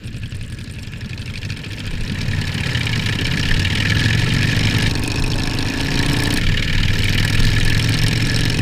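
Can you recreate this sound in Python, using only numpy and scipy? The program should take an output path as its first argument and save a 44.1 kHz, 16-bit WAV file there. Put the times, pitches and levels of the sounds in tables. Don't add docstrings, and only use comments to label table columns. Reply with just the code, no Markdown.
import sys
import numpy as np
from scipy import signal
from scipy.io import wavfile
from scipy.ndimage import uniform_filter1d

SR = 44100
rng = np.random.default_rng(int(sys.argv[2]) if len(sys.argv) > 2 else 0)


def dump_mix(stems):
    frames = np.atleast_2d(stems).T
    limited = np.clip(frames, -1, 1)
    pcm = np.round(limited * 32767).astype(np.int16)
    wavfile.write(sys.argv[1], SR, pcm)


def level_to_linear(level):
    exponent = np.asarray(level, float) / 20
    return 10 ** exponent


N = 379701

# time in seconds, four-stroke cycles per second.
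RASPY_SPEED = [(0.0, 11.336), (1.0, 11.417), (2.0, 15.65), (2.25, 19.513), (2.75, 17.309), (3.0, 15.127),
               (3.25, 16.139), (4.0, 21.662), (4.87, 26.877), (5.1, 19.918), (5.25, 17.468), (5.75, 17.164),
               (8.61, 23.726)]
TICKING_SPEED = [
    (0.0, 11.042),
    (0.5, 10.279),
    (0.75, 10.649),
    (1.25, 12.398),
    (3.0, 16.733),
    (4.5, 22.165),
    (6.37, 29.568),
    (6.75, 19.89),
    (7.0, 19.062),
    (8.61, 22.275),
]
FAR_SPEED = [
    (0.0, 11.105),
    (1.2, 11.69),
    (1.5, 14.309),
    (1.8, 14.12),
    (2.1, 11.13),
    (2.25, 10.369),
    (4.5, 13.097),
    (4.9, 13.2),
    (5.7, 15.292),
    (8.61, 16.494),
]
# time in seconds, level in dB.
RASPY_LOAD = [(0, -52.5), (1.7, -39), (2.0, -39.5), (2.3, -33.5), (2.8, -26.5), (4.0, -25), (4.5, -28),
              (4.87, -28), (4.93, -43), (5.3, -47.5), (5.9, -28.5), (6.8, -26.5), (8.0, -28.5), (8.45, -29),
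              (8.61, -37.5)]
TICKING_LOAD = [(0, -50), (1.0, -45.5), (1.5, -46), (2.6, -37), (4.4, -34.5), (5.2, -30.5), (5.7, -34.5),
                (6.38, -31), (6.42, -62), (6.8, -61), (6.95, -35), (7.75, -30), (8.61, -28)]
FAR_LOAD = [(0, -44), (1.15, -43.5), (1.251, -41), (1.5, -33.5), (1.68, -42), (1.8, -37.5), (2.2, -40),
            (2.6, -42), (4.5, -31.5), (4.9, -34.5), (6.098, -35), (8.61, -61)]
# time in seconds, tilt in dB per octave above 5 kHz.
RASPY_BRIGHT = [(0, -2), (4.9, -7), (5.9, 11), (8.61, -1)]
TICKING_BRIGHT = [(0, 2.5), (4.4, 1), (5.2, 2), (5.8, -0.5), (6.4, 8), (7.0, 8), (8.61, -1)]
FAR_BRIGHT = [(0, 0.1), (2.3, -.6), (4.7, -0.0044), (8.61, 0.1)]
# centre in Hz, width in Hz, first cylinder in dB, second cylinder in dB.
RASPY_PIPE = [(44.4, 12.4, -8, -14), (104.8, 37.5, -1, 2), (141.2, 38.6, -20.5, 0),
              (233.7, 25.6, -20, -7.5), (328, 67, -37, -34.5), (400.7, 31, -29.5, -24.5),
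              (484, 63, -25.5, -22.5)]
TICKING_PIPE = [(114.3, 30, 7.5, 8), (144.4, 56, -5, -5.5), (241, 31, -5.5, -4), (273, 68, 0.5, 7),
                (413.4, 76, -4.5, -2), (529, 160, -10.5, -28), (726, 27, -24, -13), (907, 59, -12, -21.5)]
FAR_PIPE = [(61, 12, 3, 12), (98.8, 49, 12, 9.5), (150, 72, -27, -14), (213.4, 29.4, 0.5, 3),
            (262, 220, -24, -33), (368, 70, -23.5, -18)]
# centre in Hz, width in Hz, first cylinder in dB, second cylinder in dB.
RASPY_GAS = [(930, 300, -9, -12.5), (1364, 290, -6, -4.5), (1800, 410, 3, 4), (2334, 416, 9.5, 6.5),
             (2860, 680, 11, 3.5), (3695, 320, 2.5, -2), (4200, 3240, 4.5, 2.5), (7000, 1400, -40, -34),
             (9300, 4600, -20, -25), (12500, 4600, -60, -74)]
TICKING_GAS = [(954, 990, -6, -3), (1636, 490, -9, 0), (2520, 200, -3, 8.5), (4204, 1620, 10, 12),
               (5244, 740, 7, 10.5), (6200, 420, -6.5, -1), (8130, 600, -9, -1.5), (9000, 1500, -5.5, 2),
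               (12450, 1400, -13, -6.5), (15200, 1600, -16, -9.5)]
FAR_GAS = [(1680, 760, -2.5, -5.5), (2490, 570, 7.5, 7), (3110, 650, -3, 4), (4440, 2100, 0.5, 0.5),
           (5700, 640, -23, -15), (8300, 970, -14, -14), (11500, 5400, -31, -14)]
# frequency in Hz, level in dB.
ROAR = [(45, -8), (100, 0), (170, -2), (250, -10), (350, -18), (500, -21), (620, -22)]
# frequency in Hz, level in dB per Hz.
HISS = [(740, -12), (1250, 1.5), (1670, 4.5), (2040, 1), (2500, 9.5), (3300, -4.5), (3870, -2),
        (5390, -9.5), (6000, -7), (8800, -26.5), (10600, -26), (14500, -22), (16000, -50)]
# time in seconds, peak in dB.
GUSTS = [(0.219, -31), (1.111, -32), (1.923, -12.5), (2.265, -20), (3.252, -20.5), (3.547, -6.5),
         (3.948, -17), (4.538, -25), (4.95, -7.5), (5.182, -15), (5.366, -15.5), (5.984, -31), (6.196, -26),
         (6.455, -8), (6.661, -20), (6.817, -9), (7.381, -7), (7.698, -8.5), (7.97, -18), (8.325, -23)]
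# time in seconds, peak in dB.
IDLE_TICKS = [(0.162, -44), (0.2214, -46), (0.2823, -47), (0.307, -29), (0.3431, -45), (0.3681, -25.5),
              (0.4045, -46), (0.4666, -41), (0.5226, -28), (0.592, -29), (0.6963, -39), (0.7397, -34)]
# centre in Hz, width in Hz, depth as a share removed (negative lifts).
HOUSING = [
    (1190, 144, 0.51),
    (1715, 80, -1.38),
    (2250, 960, 0.3),
    (5950, 900, 0.42),
]


def rms_one(x):
    return x / np.sqrt(np.mean(x ** 2) + 1e-20)


def in_time(rows):
    seconds, *columns = np.transpose(rows)
    return [np.interp(np.arange(N) / SR, seconds, column) for column in columns]


def resonate(x, hz, width_hz):
    r = np.exp(-np.pi * width_hz / SR)
    top = np.array([1, 0, -1]) * (1 - r * r) / 2
    ring = [1, -2 * r * np.cos(2 * np.pi * hz / SR), r * r]
    return signal.lfilter(top, ring, x + 1e-18)


def resonate_twice(x, hz, width_hz):
    return resonate(resonate(x, hz, width_hz), hz, width_hz)


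def smear(x, seconds):
    return signal.lfilter([1], [1, -np.exp(-1 / (max(seconds, 1e-5) * SR))], x + 1e-18)


def drift(rate):
    wander = smear(smear(rng.standard_normal(N + SR), 0.18 / rate), 0.18 / rate)
    return rms_one(wander[SR:])


def under_way(levels, middle_s=1.9, rise_s=0.29):
    pace = 1 / (1 + np.exp((middle_s - np.arange(N) / SR) / rise_s))
    return levels[0] + (levels[1] - levels[0]) * pace


def banded_noise(spectrum, patchy_db, count):
    hz, level_db = np.transpose(spectrum)
    edges = np.geomspace(hz[0], hz[-1], count + 1)
    white, flicker, out = rng.standard_normal((2, N)), drift(16.5), 0
    for k, (low, high) in enumerate(zip(edges, edges[1:])):
        band_pass = signal.butter(2, [low, high], "band", fs=SR, output="sos")
        band = signal.sosfilt(band_pass, white[k % 2])
        band_db = np.interp(np.log(low * high) / 2, np.log(hz), level_db)
        out = out + band * level_to_linear(band_db + patchy_db * np.roll(flicker, k * N // count))
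    return rms_one(out)


def tyre_roar():
    roar = level_to_linear(under_way((-37.5, -29.5))) * banded_noise(ROAR, patchy_db=-4.0, count=8)
    return signal.sosfilt(signal.butter(6, 640, fs=SR, output="sos"), roar)


def air_hiss():
    throttle_share = 0.14
    hiss_db = under_way((-44.5, -35.5)) + throttle_share * (in_time(RASPY_LOAD)[0] + 30)
    hiss = level_to_linear(hiss_db) * banded_noise(HISS, patchy_db=2.5, count=16)
    return signal.sosfilt(signal.butter(3, 1000, "high", fs=SR, output="sos"), hiss)


def car():
    pass_s, span_s, peak_db = 2.74, 0.52, -44
    near = 1 / (1 + ((np.arange(N) / SR - pass_s) / span_s) ** 2)
    return level_to_linear(peak_db) * near * rms_one(resonate_twice(rng.standard_normal(N), 920, 450))


def buffet_level():
    delay_s, width_s, trim_db = 0.041, 0.056, -5.5
    t = np.arange(N) / SR
    steady_db = under_way((-33, -19.5), middle_s=4.3, rise_s=0.9)
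    swells = np.zeros(N)
    for hit_s, peak_db in GUSTS:
        swells += level_to_linear(peak_db + trim_db) * np.exp(-0.5 * ((t - hit_s - delay_s) / width_s) ** 2)
    return 20 * np.log10(level_to_linear(steady_db) + swells)


def wind(buffet_db):
    lumps = rng.standard_normal(N) * level_to_linear(0.18 * drift(7.5))
    swing = rms_one(resonate(resonate(lumps, 20.3, 8.1), 23.5, 13.0))
    flutter = rms_one(resonate_twice(lumps, 43, 72))
    return level_to_linear(buffet_db - 6) * rms_one(swing + level_to_linear(-9.0) * flutter)


def valve_ticks():
    patter_per_s, patter_db, spread_db = 64, -33.5, 4.7
    clicks = (rng.random(N) < patter_per_s / SR) * level_to_linear(patter_db + spread_db * rng.standard_normal(N))
    for tick_s, peak_db in IDLE_TICKS:
        clicks[round(tick_s * SR)] = level_to_linear(peak_db + 3.0)
    puffs = smear(clicks, 0.00097) * rng.standard_normal(N)
    return resonate(puffs, 8800, 730) + level_to_linear(-4.0) * resonate(np.roll(puffs, SR // 9), 7600, 700)


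def thump_level(speed, load, open_db, throttle_share, db_per_octave):
    return open_db + throttle_share * (in_time(load)[0] + 30) + db_per_octave * np.log2(in_time(speed)[0] / 20)


def intake(speed, thump_db):
    db_per_gain = 3
    gain = uniform_filter1d(np.clip(np.gradient(in_time(speed)[0]) * SR, 1, 5), size=SR // 8)
    air = rng.standard_normal(N)
    box = resonate_twice(air, 890, 330)
    box = box + level_to_linear(-8.5) * resonate_twice(air, 1065, 150)
    box = box + level_to_linear(-2.5) * resonate_twice(air, 755, 99)
    return level_to_linear(1.17 * (thump_db + 31) - 40.5 + db_per_gain * (gain - 4.5)) * rms_one(box)


def firings(speed, start, gap):
    cycles = start + np.cumsum(in_time(speed)[0]) / SR
    at = [np.nonzero(np.diff(np.floor(cycles - lag)))[0] for lag in (0, gap)]
    return np.concatenate(at), np.repeat([0, 1], [len(a) for a in at])


def uneven(count, spread_db):
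    return spread_db * np.clip(rng.standard_normal(count), -2, 1.5)


def pipe_thump(at, cylinder, speed, pipe, push, strength_db):
    bark_above_hz, bark_db_per_halving = 380, 5
    bark_db = bark_db_per_halving * np.log2(25 / in_time(speed)[0][at]) * under_way((0, 1), 1.3, 0.16)[at]
    thump = np.zeros(N)
    for hz, width_hz, *cylinder_db in pipe:
        kick_db = np.array(cylinder_db)[cylinder] + strength_db / 3 + bark_db * (hz > bark_above_hz)
        clicks = np.zeros(N)
        clicks[at] = level_to_linear(kick_db + rng.standard_normal(len(at)))
        thump += push * resonate_twice(clicks, hz, width_hz)
    return rms_one(thump)


def gas_burst(at, cylinder, bright, gas, strength_db, rise_s, fall_s, echo_s, echo_db, grit, uneven_db):
    turbulence = rng.standard_normal(N) * np.exp(grit * np.clip(drift(285), -2, 1.3))
    slope_db = in_time(bright)[0][at]
    burst = np.zeros(N)
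    for k, (hz, width_hz, *cylinder_db) in enumerate(gas):
        puff_db = np.array(cylinder_db)[cylinder] + slope_db * max(np.log2(hz / 5000), 0)
        clicks = np.zeros(N)
        clicks[at] = level_to_linear(puff_db + 0.43 * strength_db + uneven(len(at), uneven_db))
        clicks += level_to_linear(echo_db) * np.roll(clicks, round(echo_s * SR))
        gate = smear(smear(clicks, rise_s), fall_s * (2500 / hz) ** 0.41)
        jet = gate * np.roll(turbulence, k // 3 * SR)
        burst += resonate_twice(jet, hz, width_hz) / np.sqrt(width_hz)
    return rms_one(burst)


def twin(speed, start, gap, load, thump_db, bright, pipe, gas, push, uneven_db, **burst_shape):
    at, cylinder = firings(speed, start, gap)
    strength_db = uneven(len(at), uneven_db)
    thump = pipe_thump(at, cylinder, speed, pipe, push, strength_db)
    burst = gas_burst(at, cylinder, bright, gas, strength_db, uneven_db=uneven_db, **burst_shape)
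    return level_to_linear(thump_db) * thump + level_to_linear(in_time(load)[0]) * burst


def far_bike():
    thump_db = thump_level(FAR_SPEED, FAR_LOAD, open_db=-41.5, throttle_share=0.4, db_per_octave=-17.5)
    return twin(FAR_SPEED, 0.405, 0.275, FAR_LOAD, thump_db, FAR_BRIGHT, FAR_PIPE, FAR_GAS, push=1,
                rise_s=0.0005, fall_s=0.004, echo_s=0.009, echo_db=-12, grit=0.3, uneven_db=3)


def ticking_bike():
    thump_db = thump_level(TICKING_SPEED, TICKING_LOAD, open_db=-32, throttle_share=0.32, db_per_octave=11.4)
    exhaust = twin(TICKING_SPEED, 0.6, 0.4, TICKING_LOAD, thump_db, TICKING_BRIGHT, TICKING_PIPE, TICKING_GAS,
                   push=1, rise_s=0.0005, fall_s=0.0034, echo_s=0.006, echo_db=-14, grit=0.35, uneven_db=3)
    return exhaust + intake(TICKING_SPEED, thump_db)


def raspy_bike():
    thump_db = thump_level(RASPY_SPEED, RASPY_LOAD, open_db=-25.5, throttle_share=0.48, db_per_octave=7.2)
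    return twin(RASPY_SPEED, 0.54, 0.42, RASPY_LOAD, thump_db, RASPY_BRIGHT, RASPY_PIPE, RASPY_GAS, push=-1,
                rise_s=0.0012, fall_s=0.0078, echo_s=0.004, echo_db=-18, grit=0.26, uneven_db=2.5)


def scene():
    background = tyre_roar() + air_hiss() + car() + wind(buffet_level())
    bikes = valve_ticks() + far_bike() + ticking_bike() + raspy_bike()
    return (background + bikes)[None]


def roll_off(x):
    return signal.sosfilt(signal.butter(12, 16170, fs=SR, output="sos"), x)


def record(dry):
    for hz, width_hz, depth in HOUSING:
        dry = dry - np.clip(depth, -1.5, 1) * resonate(dry, hz, width_hz)
    rounded = 1.485 * np.tanh(dry / 1.117)
    mix = signal.sosfilt(signal.cheby2(12, 60, 16100, fs=SR, output="sos"), rounded)
    return roll_off(mix)


dry = scene()
out = record(dry)
dump_mix(out)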